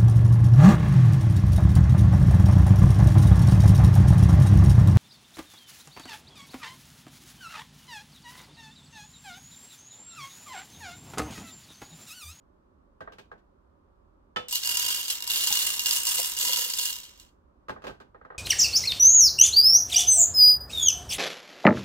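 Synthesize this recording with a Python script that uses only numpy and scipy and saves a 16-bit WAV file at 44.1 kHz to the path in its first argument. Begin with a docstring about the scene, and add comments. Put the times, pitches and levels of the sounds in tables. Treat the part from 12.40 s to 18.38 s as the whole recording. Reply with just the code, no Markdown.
"""Coffee beans pour from a cup into a grinder hopper, in surges of hard clicks that ring its walls.
The stream is a random train of impacts, each a sum of damped modes and decaying noise, following the flow.
Before it the plastic lid is lifted off and the cup knocks on the rim, both as modes with noise bursts;
after it the last beans trickle down and the lid is put back and seated.
Two microphone ports a short way off hear it all over a faint room hum of steady coloured noise."""
import sys
import numpy as np
from scipy import signal
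from scipy.fft import rfft, irfft, next_fast_len
from scipy.io import wavfile
from scipy.ndimage import uniform_filter1d

SR = 44100
rng = np.random.default_rng(int(sys.argv[2]) if len(sys.argv) > 2 else 0)


def persist_wave(psi):
    """Save psi, clipped to +-1, as 16-bit WAV."""
    counts = np.round(np.clip(psi, -1, 1) * 32767).astype(np.int16)
    wavfile.write(sys.argv[1], SR, np.atleast_2d(counts).T)


N = 263718
T = np.arange(SR // 4) / SR  # time since a blow, s

# surges of beans, one for each tip of the cup; wall_db is the low ring of the hopper wall:
# full_flow_s, hold_s, level_db, fall_db_per_s, wall_db
SURGES = [(2.087, 0.037, -38, 300, -1), (2.134, 0.018, -25, 339, -8.5), (2.242, 0.29, -26, 63, 4.5),
          (2.69, 0.017, -26, 239, 1), (2.822, 0.011, -34, 199.5, 4.5), (2.899, 0.36, -24.5, 67, 4),
          (3.448, 0.1, -24, 110.5, 4), (3.657, .16, -25, 84.5, 3.5), (3.993, 0.2, -25, 65.5, 4),
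          (4.38, 0.077, -27.5, 101, 0.5), (4.795, .03, -56.5, 307, 1)]
# hardest single landings, before LANDING_TRIM_DB: start_s, level_db
HARD_BEANS = [(2.1261, -15.5), (2.1556, -11.5), (2.235, -18.5), (2.256, -21.5), (2.3701, -12.5),
              (2.7002, -14.5), (2.875, -17), (3.0223, -19.5), (3.0714, -11.5), (3.1254, -9),
              (3.1545, -12.5), (3.3931, -12.5), (3.458, -15.5), (3.5091, -9.5), (3.561, -13), (3.6681, -13),
              (3.7822, -15), (3.9665, -20), (4.1317, -10), (4.1598, -13), (4.2996, -16.5), (4.336, -16),
              (4.386, -14), (4.4532, -16.5), (4.739, -61), (4.7753, -44.5), (4.798, -36.5)]
# beans that ping against the cup as they leave it: start_s, level_db
PINGS = [(2.0841, -39.5), (2.11, -32.5), (3.937, -36.5), (3.987, -28.5), (4.027, -32.5)]
# dull bumps of the hopper under the stream: start_s, pitch_hz, level_db
BUMPS = [(3.106, 178, -50), (3.106, 840, -37), (3.792, 526.4, -35), (3.793, 670, -36), (4.095, 530, -41.5)]
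# contacts of the cup with the rim, before a common gain: start_s, level_db
CUP_KNOCKS = [(1.9607, -28), (1.9679, -28.5)]
# knocks of the lid against the hopper; hardness runs from cushioned (0) to a bare edge (1):
# start_s, level_db, hardness
LID_KNOCKS = [(0.606, -35, .62), (0.6746, -34, 0.05), (0.7215, -46.5, 0.91), (0.7837, -45, 0.99),
              (0.9149, -38.5, 0.5), (0.9795, -69, 1), (5.2836, -33.5, 0.7), (5.293, -27.5, 0.69),
              (5.362, -37, 0.04), (5.4196, -47.5, 0.83), (5.4401, -34.5, 0.81), (5.4678, -32.5, 0.89),
              (5.4948, -38, 0.73), (5.601, -43, 0.79), (5.7462, -40.5, 0.2), (5.8129, -44, 0.1),
              (5.8489, -40.5, 0.38), (5.9021, -36, 0), (5.9218, -43, .1), (5.9468, -41, 0.05)]

# modes, with levels relative within each body: pitch_hz, level_db, t60_s
HOPPER_MODES = [(505, -20.5, 0.076), (975.5, -8.5, 0.098), (1052, -23.5, .05), (1330, -25, 0.11),
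                (1593, -9, 0.036), (2074, -7, 0.048), (2820, 6.5, 0.063), (2898, 3, 0.13),
                (3200, -7.5, 0.19), (4383, 3, 0.086), (4943, 4, 0.053), (5456, -4.5, 0.16),
                (6210, -2.5, 0.068), (6680, -4, .04), (6790, -0.5, 0.069), (7600, 2.5, 0.046),
                (8170, -15, .06), (9450, -10, .06), (13000, -19, .04)]
# high modes of the cup: pitch_hz, level_db, t60_s
PING_MODES = [(6880, -2.5, 0.11), (7680, -2.5, 0.044), (8400, -0.5, 0.12)]
# modes of the cup against the rim: pitch_hz, level_db, t60_s
CUP_MODES = [(218.7, -9.5, 0.164), (270, -0.5, 0.079), (495, -4.5, 0.3), (840, -7, .2), (1296, 5, 0.15),
             (1745, 3.5, 0.18), (1785, 8, 0.09), (1852, 16.5, 0.014), (2130, -6, .13), (2977, -11, 0.52),
             (3030, 6.5, 0.079), (3520, -6, 0.26), (4440, -11, 0.1)]
# modes of the lid and of the hollow under it: pitch_hz, level_db, t60_s
LID_MODES = [(1075, 7.5, 0.052), (1224, 15.5, 0.039), (1340, 7.5, 0.037), (1557, -1.5, 0.22),
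             (1646, 8.5, 0.047), (1887, 0.5, 0.051)]
# lower modes of the hollow: pitch_hz, level_db, t60_s
HOLLOW_MODES = [(409.3, -3.5, 0.16), (512, 6.5, 0.079), (633, 3, 0.072), (844, 0, 0.12)]

# relative noise spectrum of a bean's shell: frequency_hz, density_db_per_hz
SHELL = [(100, -23), (250, -20), (600, -22), (1200, -13.5), (2300, -12), (3000, -1.5), (4500, -2.5),
         (7700, 0.5), (9200, -7.5), (12500, -3), (15800, -6.5)]
# the same for struck plastic: frequency_hz, density_db_per_hz
PLASTIC = [(200, -22.5), (500, 5.5), (1200, 0.5), (1800, -2.5), (2400, -16.5), (4000, -26), (8000, -69.5),
           (16000, -63)]
# the same for the tick of a hard edge: frequency_hz, density_db_per_hz
TICK = [(1000, -17.5), (2500, 11), (4000, 5), (7000, -4.5), (10000, -12.5), (16000, -14.5)]
# the same for a low thud: frequency_hz, density_db_per_hz
THUD = [(40, -7), (90, -1.5), (220, -2), (400, -9), (800, -28), (3000, -67)]
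# the same for the room hum: frequency_hz, density_db_per_hz
HUM = [(18, -26), (30, 3.5), (79, -3.5), (118, -16.5), (199, -11), (404, -16), (437, -24), (569, -16),
       (666, -26), (1130, -21), (2120, -44), (16000, -63.5)]
# the two microphone ports: frequency_hz, side_minus_mid_db, left_minus_right_db
PORTS = [(106.6, -12.5, -3), (209, -11.5, -2.5), (380, 0.5, -8), (701, 2.5, 0.5), (1264, 2, -2.5),
         (2360, 3, 0.5), (4400, 2, -3.5), (8930, -0.5, -0.5)]

SURGE_RISE_DB_PER_S = 420.5
# the flow weakens as beans jam at the lip of the cup just before each hard landing
JAM_S, JAM_DB = 0.026, -2
# treble gain rises as beans land on a growing heap
BARE_TREBLE_DB, HEAP_TREBLE_DB, HEAP_S = 0.5, 3, 1.5
# below a weak flow the beans only roll, which is dull and hollow
ROLLING_BELOW_DB, ROLLING_DULL_DB_PER_DB = -33.5, 0.4
# low wall ring gains this much for each dB that the flow lies below full
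FULL_FLOW_DB, WALL_DB_PER_DB = -28.5, 0.3781
# stray beans, relative to the flow before the trim shared with the hard landings
STRAYS_PER_S, STRAY_DB, LANDING_TRIM_DB = 4.2, 4.5, -10
# a lid contact rebounds once; its strength is hardness times this gain
REBOUND_S, REBOUND_DB = 0.0105, -2
# gain of each part of a lid knock: (cushioned, bare edge)
TICK_DB, HOLLOW_DB, THUD_DB = (-46, -5.5), (-9, -2), (-21, -9)
ROOM_T60_LOW_S, ROOM_T60_HIGH_S = 0.32, 0.24
HUM_DB = -61.5
TOP_HZ = 15750


def stream(per_second=430, scatter_db=5, count=24):
    """Random superposition of impacts: sizes follow the flow, and the place hit wanders round the hopper."""
    t = np.arange(N) / SR
    start, end = SURGES[0][0] - 0.003, SURGES[-1][0] + 0.1
    flow_db = np.interp(t, t[::32], flow(t[::32]))

    heap_db = np.interp(t, [start, start + HEAP_S], [BARE_TREBLE_DB, HEAP_TREBLE_DB])
    treble_db = heap_db - ROLLING_DULL_DB_PER_DB * np.maximum(ROLLING_BELOW_DB - flow_db, 0)
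    # each surge keeps its wall ring through its hold
    wall_points = [(s + lag, wall) for s, hold, _, _, wall in SURGES for lag in (0, hold)]
    wall_db = np.interp(t, *np.transpose(wall_points))
    wall_db = wall_db + WALL_DB_PER_DB * np.clip(FULL_FLOW_DB - flow_db, 0, 30)

    progress, luck, aim = rng.random((int(per_second * (end - start)), 3)).T
    at = ((start + progress * (end - start)) * SR).astype(int)
    size = undb(scatter_db * np.minimum(-np.log(luck), 2.4))
    # beans that land within 1/30 s share the energy of the flow, counted per 10 ms
    crowd = uniform_filter1d(np.bincount(at, size ** 2, N), SR // 30) * SR / 100
    size = size * undb(flow_db[at] - 1.0) / np.sqrt(crowd[at])

    # some spots are bare wall and ring, others are padded by the heap
    bare_db = rng.uniform(-6, 4, count)
    spots = [bean(room_db=-2.5, wall_db=db - 3.5, chatter_s=0.014) for db in bare_db]
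    place = (count * (0.8 * progress + 0.2 * aim)).astype(int)
    # beans that only roll hardly set the walls ringing
    rolls = [bean(room_db=-7, wall_db=-7.5, chatter_s=0.012) for _ in range(3)]
    rolling = flow_db[at] < ROLLING_BELOW_DB

    out = np.zeros((2, N))
    for when, gain, k, gentle in zip(t[at], size, place, rolling):
        landing = rolls[k % len(rolls)] if gentle else spots[k]
        add(out, when, gain * landing)
    # beans on beans are bright; beans on the wall add its low ring
    lows = shape(out, lambda f: -20 * np.log10(1 + (f / 2400) ** 8))
    highs = out - shape(out, lambda f: -20 * np.log10(1 + (f / 9000) ** 8))
    return out + lows * (undb(wall_db) - 1) + highs * (undb(treble_db) - 1)


def flow(t):
    """Addition of powers: surges swell, hold and die away in dB, and the total dips whenever beans jam."""
    power = 1e-12
    for s, hold, db, fall, _ in SURGES:
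        rise_loss_db = SURGE_RISE_DB_PER_S * np.maximum(s - t, 0)
        fall_loss_db = fall * np.maximum(t - s - hold, 0)
        power = power + undb(db - rise_loss_db - fall_loss_db) ** 2
    jam = np.any([(t > s - JAM_S) & (t < s) for s, _ in HARD_BEANS], axis=0)
    return 10 * np.log10(power) + JAM_DB * jam


def bean(room_db, wall_db, chatter_s):
    """Impact excitation: brief chatter, shell clicks at random pitches and ringing of the loaded walls."""
    pitches_hz = 3200 * 4.3 ** rng.random(3)
    shell = ring([(hz, 0, 0.012) for hz in pitches_hz], scatter_db=3)
    walls = ring(HOPPER_MODES, scatter_db=5.5, detune=0.003)
    click = undb(-2) * shell + burst(SHELL, chatter_s, room_db) + undb(wall_db) * walls
    return unit(click * (1 - fade(0.005)))


def hard_landings():
    """Modal response to single impacts: beans on bare plastic, pings on the cup, low bumps of the hopper."""
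    out = np.zeros((2, N))
    for s, db in HARD_BEANS + strays():
        landing = bean(room_db=-1.5, wall_db=-4, chatter_s=0.012)
        add(out, s, undb(db + LANDING_TRIM_DB) * landing)
    for s, db in PINGS:
        ping = undb(-2) * ring(PING_MODES, scatter_db=2.5, detune=0.01)
        ping += undb(-3) * burst(SHELL, t60=0.018, room_db=-5)
        add(out, s, undb(db) * ping)
    for s, hz, db in BUMPS:
        bump = ring([(hz, 0, 0.08), (hz, -4, 0.05)], scatter_db=3)
        add(out, s, undb(db) * bump * (1 - fade(0.0042)))
    return out


def strays():
    """Jittered point process: beans jump the heap at levels tied to the flow; rows of start_s, level_db."""
    start, end = SURGES[1][0], SURGES[-1][0]
    slot = rng.random(int(STRAYS_PER_S * (end - start)))
    times = start + (np.arange(len(slot)) + slot) / STRAYS_PER_S
    return list(zip(times, flow(times) + STRAY_DB))


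def cup():
    """Coupled impact: the cup rings on the rim and shakes the machine; yielding plastic dulls the crack."""
    out = np.zeros((2, N))
    for s, db in CUP_KNOCKS:
        crack = burst(TICK, t60=0.033, room_db=0.5)
        crack = shape(crack, lambda f: -10 * np.log10(1 + (f / 5000) ** 2))
        knock = ring(CUP_MODES, scatter_db=1) + undb(-6) * burst(PLASTIC, t60=0.04, room_db=-2)
        knock += undb(-7) * crack
        knock += undb(-18.0) * burst(THUD, t60=0.062, room_db=10)
        add(out, s, undb(db + 2) * knock * (1 - fade(0.004)))
    return out


def lid():
    """Contact stiffness: touches ring lid and hollow; hardness adds tick, counter thud and a rebound."""
    out = np.zeros((2, N))
    for first, level_db, hardness in LID_KNOCKS:
        hardness = np.clip(hardness, 0, 1)
        tick_db, hollow_db, thud_db = (
            soft + hardness * (hard - soft) for soft, hard in (TICK_DB, HOLLOW_DB, THUD_DB))
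        contacts = ((first, 1), (first + REBOUND_S, hardness * undb(REBOUND_DB)))
        for s, strength in contacts:
            plate = ring(LID_MODES, scatter_db=5.5, detune=0.011)
            plate += undb(-3.5) * burst(PLASTIC, t60=0.07, room_db=4.0)
            tick = burst(TICK, t60=0.055, room_db=-3.5)
            hollow = ring(HOLLOW_MODES, scatter_db=2.5, detune=0.03)
            thud = burst(THUD, t60=0.055, room_db=10)
            # each part swells at its own rate
            knock = undb(-5.5) * plate * (1 - fade(0.005))
            knock += undb(tick_db) * tick * (1 - fade(0.0027))
            knock += undb(hollow_db) * hollow * (1 - fade(0.024))
            knock += undb(thud_db) * thud * (1 - fade(0.0081))
            add(out, s, strength * undb(level_db) * knock)
    return out


def room_hum():
    """Stationary random noise: steady low ventilation sound with a fixed spectrum."""
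    air = noise(HUM, N)
    return air * undb(HUM_DB) / np.std(air.mean(axis=0))


def ring(modes, scatter_db, detune=0):
    """Modal superposition: each blow weights the damped modes anew, and the ports hear them out of step."""
    out = np.zeros((2, len(T)))
    for hz, db, t60 in modes:
        lag = np.arctan(undb(read(PORTS, hz))) * np.array([[1], [-1]])
        blow_hz = hz * (1 + detune * rng.standard_normal())
        phase = 2 * np.pi * (blow_hz * T + rng.random()) + lag
        gain = undb(db + scatter_db * rng.standard_normal())
        out += gain * fade(t60) * np.sin(phase.astype(np.float32))
    return unit(out)


def burst(spectrum, t60, room_db):
    """High modal density: crowded damped modes act as decaying noise, with an echo whose lows stay longer."""
    wash = noise(spectrum, len(T))
    lows = shape(wash, lambda f: -10 * np.log10(1 + (f / 900) ** 4))
    room = lows * fade(ROOM_T60_LOW_S) + (wash - lows) * fade(ROOM_T60_HIGH_S)
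    room = room * (1 - fade(0.023))  # the echo builds up
    return unit(unit(wash * fade(t60)) + undb(room_db) * unit(room))


def noise(spectrum, size):
    """Interchannel coherence: mid and side noise give ports alike in the bass and wide above."""
    mid, side = rng.standard_normal((2, size))
    side = shape(side, lambda f: read(PORTS, f))
    return shape(np.array([mid + side, mid - side]), lambda f: read(spectrum, f))


def fade(t60):
    """Exponential decay: the amplitude falls by 60 dB in t60 seconds."""
    return np.exp((-np.log(1000) * T / t60).clip(-60).astype(np.float32))


def unit(x):
    """Energy normalisation: scale a blow to the energy of 10 ms at level 1, averaged over the ports."""
    return x / np.sqrt(np.sum(x ** 2) / 2 / (SR / 100))


def shape(x, db_at):
    """Linear filtering: multiply the spectrum by a gain in dB given as a function of frequency."""
    size = x.shape[-1]
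    padded = next_fast_len(size)
    gain = undb(db_at(np.fft.rfftfreq(padded, 1 / SR)))
    return irfft(rfft(x, padded) * gain, padded)[..., :size]


def read(table, hz, axis=1):
    """Logarithmic pitch scale: interpolate one column of a table along log frequency."""
    table = np.array(table, float)
    log_hz = np.log(np.maximum(table[:, 0], 1))
    return np.interp(np.log(np.maximum(hz, 1)), log_hz, table[:, axis])


def undb(db):
    """Decibel law: level in dB to amplitude gain."""
    return 10 ** (np.asarray(db) / 20)


def add(out, s, sound):
    """Linear superposition: mix a sound in at time s."""
    i = int(s * SR)
    out[:, i:i + sound.shape[1]] += sound[:, :N - i]


def scene():
    """Superposition of sources: everything on the counter, in the room."""
    return stream() + hard_landings() + cup() + lid() + room_hum()


def record(dry):
    """Port response: level balance varies with pitch; deep rumble and the very top are cut steeply."""
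    heard = shape(dry, lambda f: read(PORTS, f, axis=2) * np.array([[0.5], [-0.5]]))
    heard = signal.sosfilt(signal.butter(4, 35, "high", fs=SR, output="sos"), heard)
    return signal.sosfilt(signal.ellip(10, 0.2, 80, TOP_HZ, fs=SR, output="sos"), heard)


dry = scene()
out = record(dry)
persist_wave(out)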